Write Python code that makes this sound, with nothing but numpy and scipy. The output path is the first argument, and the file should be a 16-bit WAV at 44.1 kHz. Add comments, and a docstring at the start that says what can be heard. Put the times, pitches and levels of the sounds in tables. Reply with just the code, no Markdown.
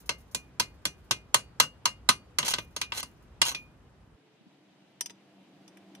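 """An outdoor work yard, with far traffic rumbling. A small hammer chips slag off a weld on a steel plate
clamped to a frame, then rakes along the seam. Each impact crunches the brittle slag, a broadband noise,
and excites the damped normal modes of plate and frame; crumbs patter down. Then the scene changes to
yard noise with thinner bass: a loose plate is lifted and clinks while a distant motor drones nearer."""
import sys
import numpy as np
from scipy import signal
from scipy.fft import rfft, irfft, next_fast_len
from scipy.io import wavfile

SR = 44100
rng = np.random.default_rng(int(sys.argv[2]) if len(sys.argv) > 2 else 0)


def to_wav(sig):
    """Store sig (one row per channel, or 1-D mono) as 16-bit WAV at the path in sys.argv[1].

    Samples outside -1..1 are clipped; the rate is SR.
    """
    pcm = np.clip(np.atleast_2d(sig), -1, 1) * 32767
    pcm = np.round(pcm).astype(np.int16)
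    wavfile.write(sys.argv[1], SR, pcm.T)  # frames by channels


N = 264600
TIME = np.arange(N) / SR
BAND_EDGES_HZ = 25 * 2 ** np.arange(0, 9.5, 1 / 3)
SCENE_CHANGE_S = 4.165

# Background noise spectra: frequency_hz, relative_density_db
TRAFFIC_SPECTRUM = [(18, -31.5), (38, -14), (56, 1.5), (91, -5), (467, -18.5), (592, -21), (1180, -23.5),
                    (2220, -31.5), (2530, -30), (3760, -36), (13000, -49), (16500, -75.5)]
YARD_SPECTRUM = [(24, -86), (40, -44), (156, -4.5), (168, 2), (191, -18.5), (228, -36), (285, -2),
                 (406, -15.5), (725, -13.5), (1200, -21.5), (3050, -20), (7940, -36.5), (12800, -42),
                 (16500, -69)]
# Likeness of left and right: frequency_hz, correlation
BACKGROUND_COHERENCE = [(60, 0.95), (180, 0.9), (550, 0.61), (1650, 0.39), (4970, -0.2), (15000, -0.44)]
IMPACT_COHERENCE = [(300, 1), (1000, 1), (1900, 0.24), (5500, 0.4), (9000, 0.73), (14000, 1)]
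# Motor resonances: pitch_hz, bandwidth_hz, relative_db
MOTOR_RESONANCES = [(193.1, 3.7, -0.5), (303.6, 58, -2), (682, 77, -9)]
# Soft finger taps: start_s, level_db
TAPS = [(4.409, -50), (4.466, -48)]
# Loose plate touching steel, with tone offsets: start_s, level_db, boom_db, knock_db, treble_db
CLINKS = [(5.009, -16, -9.5, -6, 2), (5.0593, -24.5, -6, -9, 0.5), (5.0968, -35.5, -5, 2, -6),
          (5.1043, -34, -0.5, -5, -10), (5.6785, -37.5, -5, -15, -10), (5.7712, -55.5, 11, 19, 11),
          (5.95, -44, 6.5, 7.5, 4)]
# Hammer blows, with tone offsets: start_s, level_db, boom_db, knock_db, treble_db, frame_ring_db
BLOWS = [(0.0923, -15, 6, 5, -5, -49), (0.3473, -21.5, 9, 1.5, 8.5, -37), (0.598, -9.5, 2, 0, -1, -37.5),
         (0.853, -14.5, 4, -0.5, 2, -40.5), (1.1098, -11, 3, -1, -1.5, -35),
         (1.3437, -7.5, 3, 4, 3.5, -38.5), (1.5999, -4, -0.5, 5, 0.5, -52),
         (1.8552, -8.5, -0.5, 5, -1, -42), (2.0895, -4, 0, 3.5, -0.5, -36),
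         (2.3857, -10.5, 2.5, 3.1, 2.5, -48), (2.4285, -20, 6.5, 0.5, -19, -56),
         (2.4482, -29, 3, -5, 2.5, -54), (2.487, -27.5, -29, -29, 2, -52), (2.499, -29, 3, -24, 9, -38),
         (2.5372, -13, -2.5, 2.2, -6, -63), (2.584, -21, 10, 2.2, -9, -42),
         (2.7636, -22.5, 6, 2.5, 1.2, -53.5), (2.814, -15.5, -9.5, -3.5, -4.4, -33.5),
         (2.9205, -18.5, -0.1, 2, -24, -52), (3.029, -29, 11, 4.5, 6, -58),
         (3.4163, -5, -6.5, -1.5, -4.5, -33.5), (3.5159, -35, 13, 13, 4, -55),
         (3.5474, -21, 0, -11, -10.5, -30.5)]
# Where the tone offsets apply (the body's is zero): boom_hz, knock_hz, body_hz, treble_hz
CLINK_TONE_HZ = [900, 2200, 4500, 9500]
BLOW_TONE_HZ = [400, 1050, 3500, 9500]
# Impact noise spectra: frequency_hz, relative_density_db
CLINK_SPECTRUM = [(180, -47), (300, -48), (1290, -7.5), (2930, -5), (4240, -12.5), (4930, -41), (5360, 11),
                  (5830, -11.5), (14200, -18.5), (16500, -36)]
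CRUNCH_SPECTRUM = [(59, -39), (100, -18), (410, -22), (589, -15), (811, -28), (983, -4.5), (1270, -12),
                   (1510, -14.5), (2460, -11), (4680, -8.5), (5430, -12), (10100, -16), (11700, -21.5),
                   (13600, -18), (16500, -49.5)]
# Decay of impact noise, before decay_scale: frequency_hz, crack_t60_s, clatter_t60_s
IMPACT_DECAY = [(148.9, 0.084, 0.53), (960, 0.015, 0.18), (4000, 0.022, 0.16), (9200, 0.032, 0.18),
                (15600, 0.022, 0.1)]
# Normal modes of the plates: pitch_hz, relative_db, t60_s
LOOSE_MODES = [(417, -2, 0.031), (946, -7, 0.075), (1810, -16, 0.093), (2330, -0.5, 0.042),
               (3060, -11, 0.057), (3470, -1.5, 0.035), (3730, -11, 0.011), (5006, -9, 0.12),
               (5800, 5, 0.03), (6029, -17, 0.18), (6340, -18, 0.034), (8640, -7, 0.017), (8700, -11, 0.1)]
CLAMPED_MODES = [(592, -13.5, 0.08), (1004.8, -1, 0.09), (1029, -13, 0.17), (951.6, -2, 0.051),
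                 (1082, -4.5, 0.082), (1537, -10, 0.063), (2006, -8, 0.044), (2113, -23, 0.22),
                 (2360, -7.5, 0.02), (2840, -9, 0.19), (3229, 3, 0.035), (3450, -7.5, 0.07),
                 (4100, -2, 0.06), (4230, -6.5, 0.099), (4280, -15, 0.16), (4500, -29, 0.41),
                 (4444, -6.5, 0.017), (5910, -8, 0.067), (5980, -9, 0.13), (6570, -3.5, 0.086),
                 (6670, -15, .1), (6650, -10.5, 0.068), (8050, -15, 0.09), (9862, -18, 0.039)]
# Hammer edge dragged over the seam: start_s, fade_from_s, end_s, level_db
# The strokes swell and ease off; the third starts abruptly and only fades.
RAKE_STROKES = [(2.44, 2.49, 2.525, -15), (2.927, 2.978, 3.008, -23), (3.449, 3.435, 3.478, -12.5),
                (3.467, 3.469, 3.53, -19.5)]
# Spectrum of raking relative to blows: frequency_hz, gain_db
RAKE_COLOUR = [(300, -14), (1000, -5.5), (2200, 0), (4000, -0.5), (6000, 0), (12000, 7)]
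# Short treble ticks, the dying patter of an earlier blow and then single flakes landing: start_s, level_db
SLAG_TICKS = [(0.002, -52.5), (0.0588, -52), (0.183, -61.5), (0.204, -63), (0.278, -72), (0.3134, -55.5),
              (0.74, -71.5), (0.817, -75), (0.98, -69), (1.0417, -66.5), (3.224, -66.5)]
# Phase difference between the channels: frequency_hz, left_lead_rad
CLINK_PHASE = [(0, -2), (2400, 0.8), (3000, 5), (4100, -2), (5500, -2.5), (6500, 2.3), (16200, -3.5)]
HAMMER_PHASE = [(0, 0), (690, 0.85), (1030, 1.18), (1400, 1.32), (1720, -0.7), (3270, -3), (4220, -6),
                (5430, -10.5), (6720, -11.5), (7670, -15), (8700, -16), (13700, -26), (16200, -35)]
# Level difference between the channels: frequency_hz, left_over_right_db
CLINK_BALANCE = [(60, -3), (180, -2.0), (550, 1.5), (1650, -5.5), (4970, 3.0), (15000, 3)]
HAMMER_BALANCE = [(60, -6), (130, -0.5), (290, 0.5), (640, 2), (1410, 3.5), (3100, 3), (6820, -1),
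                  (15000, 1.5)]


def amp(db):
    """Amplitude grows tenfold for every 20 dB."""
    return 10 ** (np.asarray(db) / 20)


def unit_rms(x):
    """Normalisation to unit mean power."""
    return x / np.sqrt(np.mean(x ** 2) + 1e-20)


def at_hz(table, hz, column=1):
    """Interpolation on a logarithmic frequency axis."""
    table = np.array(table)
    return np.interp(np.log(hz), np.log(table[:, 0] + 1), table[:, column])


def high_pass(x, hz, order=2):
    """A high-pass filter attenuates the bass."""
    return signal.sosfilt(signal.butter(order, hz, "high", fs=SR, output="sos"), x)


def impulses(events, gains):
    """A brief contact acts as an impulse: one at each event's start."""
    out = np.full(N, 1e-18)
    out[(np.array(events)[:, 0] * SR).astype(int)] = gains
    return out


def decay(hits, t60):
    """Exponential decay: each impulse falls 60 dB in t60 seconds."""
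    return signal.lfilter([1], [1, -amp(-60 / (t60 * SR))], hits)


def ring(force, hz, t60):
    """Damped oscillator: a unit impulse starts a decaying sine of height 1."""
    radius, angle = amp(-60 / (t60 * SR)), 2 * np.pi * hz / SR
    return signal.lfilter([0, np.sin(angle)], [1, -2 * radius * np.cos(angle), radius ** 2], force)


def grit(per_s, spread_db, t60):
    """Shot noise: tiny random contacts sum to an uneven envelope of unit rms."""
    sizes = amp(spread_db * np.minimum(rng.exponential(1, N), 4))
    contacts = rng.random(N) < per_s / SR
    return unit_rms(decay(sizes * contacts + 1e-18, t60))


def drift(rate_hz):
    """Low-passed noise fluctuates slowly, with unit rms."""
    step = 40
    pole = np.exp(-2 * np.pi * rate_hz * step / SR)
    slow = signal.lfilter([1], [1, -2 * pole, pole ** 2], rng.standard_normal(N // step + 2002))[2000:]
    return np.interp(np.arange(N) / step, np.arange(len(slow)), unit_rms(slow))


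def noise_bands(coherence, lowest_hz=20):
    """Partial coherence: in-phase and antiphase noise mix to stereo in each third-octave band."""
    whites = rng.standard_normal((2, 2, N))   # neighbouring bands use independent noise
    edges = BAND_EDGES_HZ[BAND_EDGES_HZ > lowest_hz]
    for k, (low, high) in enumerate(zip(edges, edges[1:])):
        band = signal.butter(2, [low, high], "band", fs=SR, output="sos")
        mid, side = signal.sosfilt(band, whites[k % 2])
        hz = np.sqrt(low * high)
        alike = at_hz(coherence, hz)
        yield hz, np.sqrt(.5 + alike / 2) * mid + np.sqrt(.5 - alike / 2) * side * [[1], [-1]]


def ambient_noise(spectrum):
    """Random amplitude modulation makes each band of a broad noise gently patchy."""
    return sum(amp(at_hz(spectrum, hz) + 1.1 * drift(rate_hz=24)) * noise
               for hz, noise in noise_bands(BACKGROUND_COHERENCE))


def ramp(start_s, db, db_per_s):
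    """Exponential gain: from its onset the level changes linearly in decibels."""
    return amp(db + db_per_s * (TIME - start_s)) * (TIME >= start_s)


def traffic(level_db=-55, fade_from_s=3.58, fade_db_per_s=5):
    """Far traffic is broadband noise with its power in the bass; it thins as the first scene ends."""
    gain = amp(level_db - fade_db_per_s * np.maximum(TIME - fade_from_s, 0)) * (TIME < SCENE_CHANGE_S)
    return gain * unit_rms(ambient_noise(TRAFFIC_SPECTRUM))


def yard():
    """The second scene's ambient noise, high-passed to a thinner bass, swells slowly."""
    noise = unit_rms(high_pass(ambient_noise(YARD_SPECTRUM), 75, order=4))
    return ramp(SCENE_CHANGE_S, db=-64.5, db_per_s=2) * noise


def resonant_noise(hz, width_hz):
    """A resonator driven by noise gives a wavering tone."""
    radius = np.exp(-np.pi * width_hz / SR)
    feedback = [1, -2 * radius * np.cos(2 * np.pi * hz / SR), radius ** 2]
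    return unit_rms(signal.lfilter([1, 0, -1], feedback, rng.standard_normal(N)))


def motor(whine_end_s=4.6):
    """Narrow resonances drone and swell as the motor nears; a brief faint whine comes first."""
    drone = sum(amp(db) * resonant_noise(hz, width_hz) for hz, width_hz, db in MOTOR_RESONANCES)
    drone *= ramp(start_s=4.45, db=-72.5, db_per_s=9.5)
    whine = resonant_noise(hz=431, width_hz=6.02) * (TIME < whine_end_s)
    whine *= ramp(SCENE_CHANGE_S, db=-69, db_per_s=-15.5)
    return high_pass(drone + whine, 80, order=4)


def localise(x, phase, balance, scatter_db=-24.5, scatter_t60_s=0.041):
    """Phase and level differences place a near source; frame and deck add scattered reflections."""
    size = next_fast_len(N + 8192)
    hz = np.arange(size // 2 + 1) * SR / size
    left = np.exp(.5j * np.interp(hz, *np.transpose(phase))) * amp(at_hz(balance, hz + 1) / 2)
    direct = np.array([left, 1 / left])
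    tail = amp(scatter_db - 60 * np.arange(4096) / (scatter_t60_s * SR))
    band = signal.butter(2, [1300, 6940], "band", fs=SR, output="sos")
    scatter = signal.sosfilt(band, tail * rng.standard_normal((2, 4096)))
    return irfft(rfft(x, size) * (direct + rfft(scatter, size)), size)[:, :N]


def impact_db(events, tone_hz, hz, spread_db):
    """Excitation spectrum: each impact's level at one frequency, with its tone offset and chance."""
    level_db, boom, knock, treble = np.transpose(events)[1:5]
    tones = np.transpose([boom, knock, np.zeros(len(events)), treble])
    offset_db = [np.interp(np.log(hz), np.log(tone_hz), tone) for tone in tones]
    return level_db + offset_db + rng.normal(0, spread_db, len(events))


def impact_noise(events, tone_hz, spectrum, crack_db, clatter_db, decay_scale=1, rubbing=0):
    """Frequency-dependent decay: a crack and a broken clatter die by band; rubbing sustains the noise."""
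    out = np.zeros((2, N))
    bounces = 1.02 + 0.46 * grit(per_s=190, spread_db=1.3, t60=0.1)
    for hz, noise in noise_bands(IMPACT_COHERENCE, lowest_hz=tone_hz[0] / 6):
        hits = impulses(events, amp(impact_db(events, tone_hz, hz, spread_db=1.5)))
        crack = amp(crack_db) * decay(hits, decay_scale * at_hz(IMPACT_DECAY, hz))
        clatter = amp(clatter_db) * decay(hits, decay_scale * at_hz(IMPACT_DECAY, hz, column=2))
        rise = np.exp(-1 / ((0.0003 + 1.2 / hz) * SR))   # lows build up later
        envelope = signal.lfilter([1 - rise], [1, -rise], crack + clatter * bounces)
        envelope += amp(at_hz(RAKE_COLOUR, hz)) * rubbing
        out += amp(at_hz(spectrum, hz)) * envelope * noise
    return out


def plate_ring(events, tone_hz, modes, ring_db, rubbing=0):
    """Modal superposition: impacts and friction noise drive each damped mode of a plate."""
    out = np.zeros(N)
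    friction = rubbing * rng.standard_normal(N)
    for hz, mode_db, t60 in modes:
        strengths = amp(impact_db(events, tone_hz, hz, spread_db=3.5) + ring_db)
        force = impulses(events, strengths * rng.choice([-1, 1], len(events)))
        force += amp(at_hz(RAKE_COLOUR, hz) - 43) * friction
        out += ring(amp(mode_db) * force, hz, t60)
    return high_pass(out, 360)


def finger_taps():
    """A gloved finger excites one low, heavily damped resonance: a dull tap."""
    hits = impulses(TAPS, amp(np.array(TAPS)[:, 1]))
    return high_pass(ring(hits, hz=217, t60=0.066), 100, order=4)


def loose_plate():
    """Hard contact with steel gives a sharp crack and free vibration of the plate: a clink."""
    crack = impact_noise(CLINKS, CLINK_TONE_HZ, CLINK_SPECTRUM, crack_db=5.65, clatter_db=-35)
    ringing = plate_ring(CLINKS, CLINK_TONE_HZ, LOOSE_MODES, ring_db=-16)
    return high_pass(crack + ringing, 240)


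def frame_ring():
    """Each blow shakes the frame into free vibration in one lightly damped mode."""
    hits = impulses(BLOWS, amp(np.array(BLOWS)[:, 5]))
    return high_pass(ring(hits, hz=2446, t60=0.25), 1700)


def slag_crumbs():
    """Tiny impacts radiate treble noise: a patter of crumbs after every blow, and short ticks."""
    patter = decay(impulses(BLOWS, amp(-63)), t60=0.44) * grit(per_s=400, spread_db=4, t60=0.039)
    ticks = decay(impulses(SLAG_TICKS, amp(np.array(SLAG_TICKS)[:, 1])), t60=0.13)
    return (patter + ticks) * high_pass(rng.standard_normal(N), 4500)


def rake_envelope(start_db=-12.5, end_db=-4):
    """Sliding friction: the edge stutters over the weld beads, easing off as each stroke ends."""
    pressure = np.zeros(N)
    for start, fade_from, end, db in RAKE_STROKES:
        stroke_db = db + np.interp(TIME, [start, fade_from, end], [start_db, 0, end_db])
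        pressure += amp(stroke_db) * (TIME > start) * (TIME < end)
    return pressure * grit(per_s=420, spread_db=3.2, t60=0.014)


def hammer():
    """Brittle fracture: blows and raking crunch the slag and set the clamped plate ringing."""
    rake = rake_envelope()
    crumbs = slag_crumbs()
    crunch = impact_noise(BLOWS, BLOW_TONE_HZ, CRUNCH_SPECTRUM, crack_db=11.32, clatter_db=-6.5,
                          decay_scale=0.78, rubbing=rake)
    ringing = plate_ring(BLOWS, BLOW_TONE_HZ, CLAMPED_MODES, ring_db=-17.5, rubbing=rake)
    return high_pass(crunch + ringing, 90) + frame_ring() + crumbs


def scene():
    """Superposition: the background and the near sources add in each channel."""
    chipping = localise(hammer(), HAMMER_PHASE, HAMMER_BALANCE)
    handling = localise(loose_plate() + finger_taps(), CLINK_PHASE, CLINK_BALANCE)
    return traffic() + yard() + motor() + handling + chipping


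def record(dry):
    """Soft saturation rounds the peaks; a steep low-pass removes the highest treble."""
    rounded = .95 * np.tanh(dry / .95)
    return signal.sosfilt(signal.cheby2(12, 70, 16500, fs=SR, output="sos"), rounded)


dry = scene()
out = record(dry)
to_wav(out)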